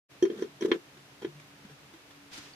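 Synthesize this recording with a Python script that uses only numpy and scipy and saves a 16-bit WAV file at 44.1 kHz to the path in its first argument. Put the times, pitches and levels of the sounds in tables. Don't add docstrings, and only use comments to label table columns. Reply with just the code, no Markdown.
import sys
import numpy as np
from scipy import signal
from scipy.fft import rfft, irfft, next_fast_len
from scipy.io import wavfile
from scipy.ndimage import map_coordinates

SR = 44100
rng = np.random.default_rng(int(sys.argv[2]) if len(sys.argv) > 2 else 0)


def unload_audio(sound):
    columns = np.transpose(np.atleast_2d(sound))
    steps = np.round(np.clip(columns, -1, 1) * 32767)
    wavfile.write(sys.argv[1], SR, steps.astype(np.int16))


N = 112454

# start_s, thud_db, thud_pitch_hz, thud_hold_s, clank_db, zing_db
KNOCKS = [(0.2238, -13, 361.8, 0.016, -35.5, -35.5), (0.2502, -23, 382, 0.019, -36, -48),
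          (0.2984, -21.5, 370, 0.001, -41, -64), (0.4208, -19, 388, 0.0019, -36.5, -47),
          (0.607, -32, 375, 0.0037, -41, -42), (0.6214, -23, 361, 0.0028, -32.5, -70),
          (0.6474, -15.5, 376, 0.0032, -40, -71), (0.715, -12, 367, 0.0016, -19, -49),
          (1.216, -42.5, 425, 0.0024, -45, -63), (1.2262, -32.5, 400, 0.00036, -44, -57),
          (1.2454, -22.5, 371.3, 0.0034, -35.5, -60)]
# freq_hz, relative_db
RASP_SPECTRUM = [(300, -26), (700, -6), (1050, -3.5), (1650, 3), (2600, -14), (3300, -2), (4800, -12.5),
                 (6000, -9.5), (8000, -18.5), (15000, -27.5)]
# freq_hz, correlation
NEAR_CORRELATION = [(300, 0.82), (1500, 0), (5000, 0), (12000, 0.11)]


def amp(db):
    return 10 ** (np.asarray(db) / 20)


def unit_rms(x):
    return x / np.sqrt(np.mean(x ** 2) + 1e-20)


def curve_at(points, hz):
    freqs_hz, values = np.transpose(points)
    return np.interp(np.log(hz + 1), np.log(freqs_hz + 1), values)


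def clock(start_s=0):
    return np.maximum(np.arange(N) / SR - start_s, 0)


def wobble(knots_per_s):
    return map_coordinates(rng.standard_normal(2048), [clock() * knots_per_s], mode="wrap")


def filtered(x, response):
    size = next_fast_len(N + 8192)
    return irfft(rfft(x, size) * response(np.fft.rfftfreq(size, 1 / SR)), size)[..., :N]


def noise(spectrum):
    return unit_rms(filtered(rng.standard_normal(N), lambda hz: amp(curve_at(spectrum, hz))))


def stereo_noise(spectrum, correlation=NEAR_CORRELATION):
    def mid_side_gains(hz):
        angle_rad = np.arccos(np.clip(curve_at(correlation, hz), -1, 1)) / 2
        return amp(curve_at(spectrum, hz)) * [np.cos(angle_rad), np.sin(angle_rad)]
    mid, side = filtered(rng.standard_normal((2, N)), mid_side_gains)
    return unit_rms(np.array([mid + side, mid - side]))


def fade(t, t60_s):
    return np.exp(-np.log(1000) * t / t60_s)


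def rise(t, attack_s):
    return np.sin(np.pi / 2 * np.clip(t / attack_s, 0, 1)) ** 2


def ring(modes, t, attack_s):
    spread_rad, scatter_db = 0.65, 2
    out, sides = np.zeros((2, N)), np.array([[1], [-1]])
    live = (t > 0) & (t < 0.5)
    age_s = t[live]
    for hz, db, t60_s in modes:
        phase_rad = 2 * np.pi * rng.random() + sides * spread_rad * rng.choice([-1, 1])
        gain = amp(db + scatter_db * rng.standard_normal((2, 1)))
        out[:, live] += gain * fade(age_s, t60_s) * np.sin(2 * np.pi * hz * age_s + phase_rad)
    return out * rise(t, attack_s)


def workshop():
    # freq_hz, relative_db
    air_spectrum = [(25, -41), (60, -14), (110, -9), (143, -2), (175, -9.5), (210, -7.5), (250, -12),
                    (330, -9.5), (600, -11.5), (2600, -13.5), (6300, -21.5), (8000, -26.5), (11000, -28),
                    (15000, -33.5)]
    # freq_hz, correlation
    air_correlation = [(60, 0.81), (180, 0.97), (540, 0.54), (1640, -0.096), (4940, -0.096), (14900, 0.015)]
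    # pitch_hz, rms_db
    hum_partials = [(143, -71.5), (286, -66)]
    air_db, waver_db, waver_rad = -55.5, 2.5, 0.63
    hum = np.zeros(N)
    for hz, db in hum_partials:
        peak = np.sqrt(2) * amp(db + waver_db * wobble(9.5))
        hum += peak * np.sin(2 * np.pi * hz * clock() + waver_rad * wobble(10.78))
    return amp(air_db) * stereo_noise(air_spectrum, air_correlation) + hum


def reverb(x):
    # freq_hz, t60_s
    decay_times = [(150, 0.13), (500, 0.13), (3000, 0.093), (12000, 0.046)]
    predelay_s, reverb_db = 0.007, -17
    hz, t, bands = signal.stft(rng.standard_normal((2, SR // 2)), SR, nperseg=256)
    bands = bands * fade(t, curve_at(decay_times, hz)[:, None])
    tail = signal.istft(bands, SR, nperseg=256)[1]
    tail /= np.linalg.norm(tail[0])
    delayed = np.pad(x, ((0, 0), (int(predelay_s * SR), 0)))
    return amp(reverb_db) * signal.fftconvolve(delayed, tail, axes=1)[:, :N]


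def hand_slide():
    # time_s, relative_db
    contour = [(2.304, -61.5), (2.335, -48), (2.36, -49.5), (2.387, -48.5), (2.405, -53), (2.47, -55),
               (2.55, -64.5)]
    # freq_hz, relative_db
    skin_spectrum = [(300, -2), (700, -5.5), (1300, 3), (4000, 1.5), (6500, -3), (10000, -16.5),
                     (15000, -27)]
    # freq_hz, relative_db
    sizzle_spectrum = [(2000, -30), (5000, 5), (7000, -3.5), (10000, -5.5), (15000, -16.5)]
    slide_db, flutter_db, sizzle_db, sizzle_exponent = -45, 0.46, -6.5, 3.5
    times_s, levels_db = np.transpose(contour)
    envelope_db = np.interp(clock(), times_s, levels_db - levels_db.max()) + flutter_db * wobble(170)
    envelope = amp(envelope_db) * rise(clock(times_s[0]), attack_s=0.019)
    sizzle = amp(sizzle_db) * envelope ** sizzle_exponent * stereo_noise(sizzle_spectrum)
    brush = envelope * stereo_noise(skin_spectrum)
    return amp(slide_db) * (brush + sizzle)


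def chuck_key():
    # start_s, bump_db, pitch_hz, t60_s, tick_db
    bumps = [(.968, -50, 364, 0.1, -54.5), (1.219, -44, 220, .1, -50), (1.27, -45.5, 147.3, 0.37, -68),
             (1.352, -50, 147, 0.27, -80), (1.397, -48, 290, 0.063, -50.5), (1.648, -35, 201, 0.044, -53.5),
             (1.696, -45.5, 437, 0.047, -53.5), (1.712, -51, 144, 0.23, -60),
             (1.808, -55, 143.2, 0.64, -76), (1.936, -44.5, 326, 0.12, -53), (2.105, -68, 295, .08, -52),
             (2.379, -43, 297, 0.11, -80), (2.386, -56, 84.5, 0.11, -71)]
    # start_s, level_db, pitch_hz
    key_clicks = [(1.222, -41, 830), (1.249, -37, 860), (1.398, -44, 2370), (2.11, -52, 3520),
                  (2.536, -38, 4480)]
    click_t60_s = 0.018
    out, rasp = np.zeros((2, N)), stereo_noise(RASP_SPECTRUM)
    for start_s, bump_db, hz, t60_s, tick_db in bumps:
        t = clock(start_s)
        bump = amp(bump_db) * np.sin(2 * np.pi * hz * t) * fade(t, t60_s)
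        tick = amp(tick_db) * rasp * fade(t, t60_s=0.1)
        out += rise(t, attack_s=0.0034) * (bump + tick)
    for start_s, db, hz in key_clicks:
        out += ring([(hz, db, click_t60_s)], clock(start_s), attack_s=0.00083)
    return out


def rim_scrapes():
    # start_s, length_s, drone_db, rasp_db
    strokes = [(0.309, .06, -42, -58.5), (0.373, 0.063, -42.5, -53), (0.437, 0.025, -43, -57),
               (0.614, 0.0525, -36, -47.5), (0.679, 0.03, -34, -54.5), (0.732, 0.031, -36, -54.5)]
    # freq_hz, relative_db
    drone_spectrum = [(100, -61), (180, -9.5), (220, -4.5), (265, -9), (345, -0.5), (440, -0.5),
                      (520, -15.5), (700, -31), (2000, -61)]
    roughness_db = 2.4
    drone = noise(drone_spectrum)
    rasp = unit_rms(stereo_noise(RASP_SPECTRUM) * amp(roughness_db * wobble(260)))
    out = np.zeros((2, N))
    for start_s, length_s, drone_db, rasp_db in strokes:
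        envelope = rise(clock(start_s), attack_s=0.0059) * fade(clock(start_s + length_s), t60_s=0.03)
        out += envelope * (amp(drone_db) * drone + amp(rasp_db) * rasp)
    return out


def jaw_clanks():
    # pitch_hz, relative_db, t60_s
    clank_modes = [(854, -16.5, .06), (1014, -3.5, 0.059), (1230, -17, 0.03), (1472, -14, 0.1),
                   (1709, -3, 0.061), (1809, -3.5, 0.061), (1975, -4.5, 0.052), (2223, -2.5, 0.042),
                   (2480, -6.5, .045), (3164, -2, 0.037), (3204, 0, 0.055), (3463, -2.5, 0.03),
                   (3680, -6.5, 0.043), (4180, -10, 0.042)]
    # pitch_hz, relative_db, t60_s
    rim_modes = [(697, -4, .08), (974, 1.5, 0.063), (1745, 4, 0.028), (3190, 6, 0.071), (3580, -7, 0.04),
                 (4340, -10, 0.1), (5683, 5.5, 0.054), (6035, 8.5, 0.027), (5830, -9, 0.034),
                 (7290, -15.5, 0.055), (10070, -7.5, 0.029), (11000, -14, 0.028)]
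    # freq_hz, relative_db
    crack_spectrum = [(60, -35), (200, -28), (700, -10.5), (1500, 5.5), (2300, 1.5), (3400, -3), (4300, -7),
                      (5200, -16), (8000, -33.5), (15000, -33)]
    # freq_hz, relative_db
    snap_spectrum = [(1500, -25), (3200, -7), (4800, -8), (6100, 11.5), (8000, -16), (11000, -4.5),
                     (15000, -40)]
    clank_modes_db, rim_modes_db, crack_db, snap_db = -6, -3.5, -8.5, -7
    soft_attack_s, soft_clank_db, attack_halving_db = 0.0031, -31.5, 11
    crack_noise = amp(crack_db) * stereo_noise(crack_spectrum)
    snap_noise = amp(snap_db) * stereo_noise(snap_spectrum)
    out = np.zeros((2, N))
    for start_s, _, _, _, clank_db, zing_db in KNOCKS:
        t = clock(start_s)
        attack_s = soft_attack_s * 0.5 ** ((clank_db - soft_clank_db) / attack_halving_db)
        crack = crack_noise * rise(t, attack_s) * fade(t, t60_s=0.087)
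        snap = snap_noise * rise(t, attack_s) * fade(t, t60_s=0.077)
        out += amp(clank_db) * (amp(clank_modes_db) * ring(clank_modes, t, attack_s) + crack)
        out += amp(zing_db) * (amp(rim_modes_db) * ring(rim_modes, t, attack_s) + snap)
    return out


def can_thuds():
    # pitch_hz, relative_db, t60_s
    can_modes = [(217.5, -20, 0.13), (346, -15, 0.16), (419, -8.5, 0.099), (530, -27, 0.081),
                 (633, -39, 0.07)]
    attack_s = 0.0043
    out = np.zeros(N)
    for start_s, thud_db, pitch_hz, hold_s, _, _ in KNOCKS:
        t = clock(start_s)
        release = fade(clock(start_s + attack_s + hold_s), t60_s=0.029)
        pressed = np.sin(2 * np.pi * pitch_hz * t) * rise(t, attack_s) * fade(t, t60_s=0.46) * release
        free = sum(amp(db) * np.sin(2 * np.pi * hz * t) * fade(t, t60_s) for hz, db, t60_s in can_modes)
        out -= amp(thud_db) * (pressed + free * rise(t, attack_s=0.016))
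    return out


def scene():
    right_lead_s = 0.00014
    delays_s = np.array([[0.5], [-0.5]]) * right_lead_s
    thuds = filtered(can_thuds(), lambda hz: np.exp(-2j * np.pi * hz * delays_s))
    chuck = thuds + jaw_clanks() + rim_scrapes() + chuck_key()
    return chuck + reverb(chuck) + hand_slide() + workshop()


def record(dry):
    cutoff_hz = 15450
    fade_in = rise(clock(start_s=0.085), attack_s=0.031)
    return filtered(dry * fade_in, lambda hz: hz < cutoff_hz)


dry = scene()
out = record(dry)
unload_audio(out)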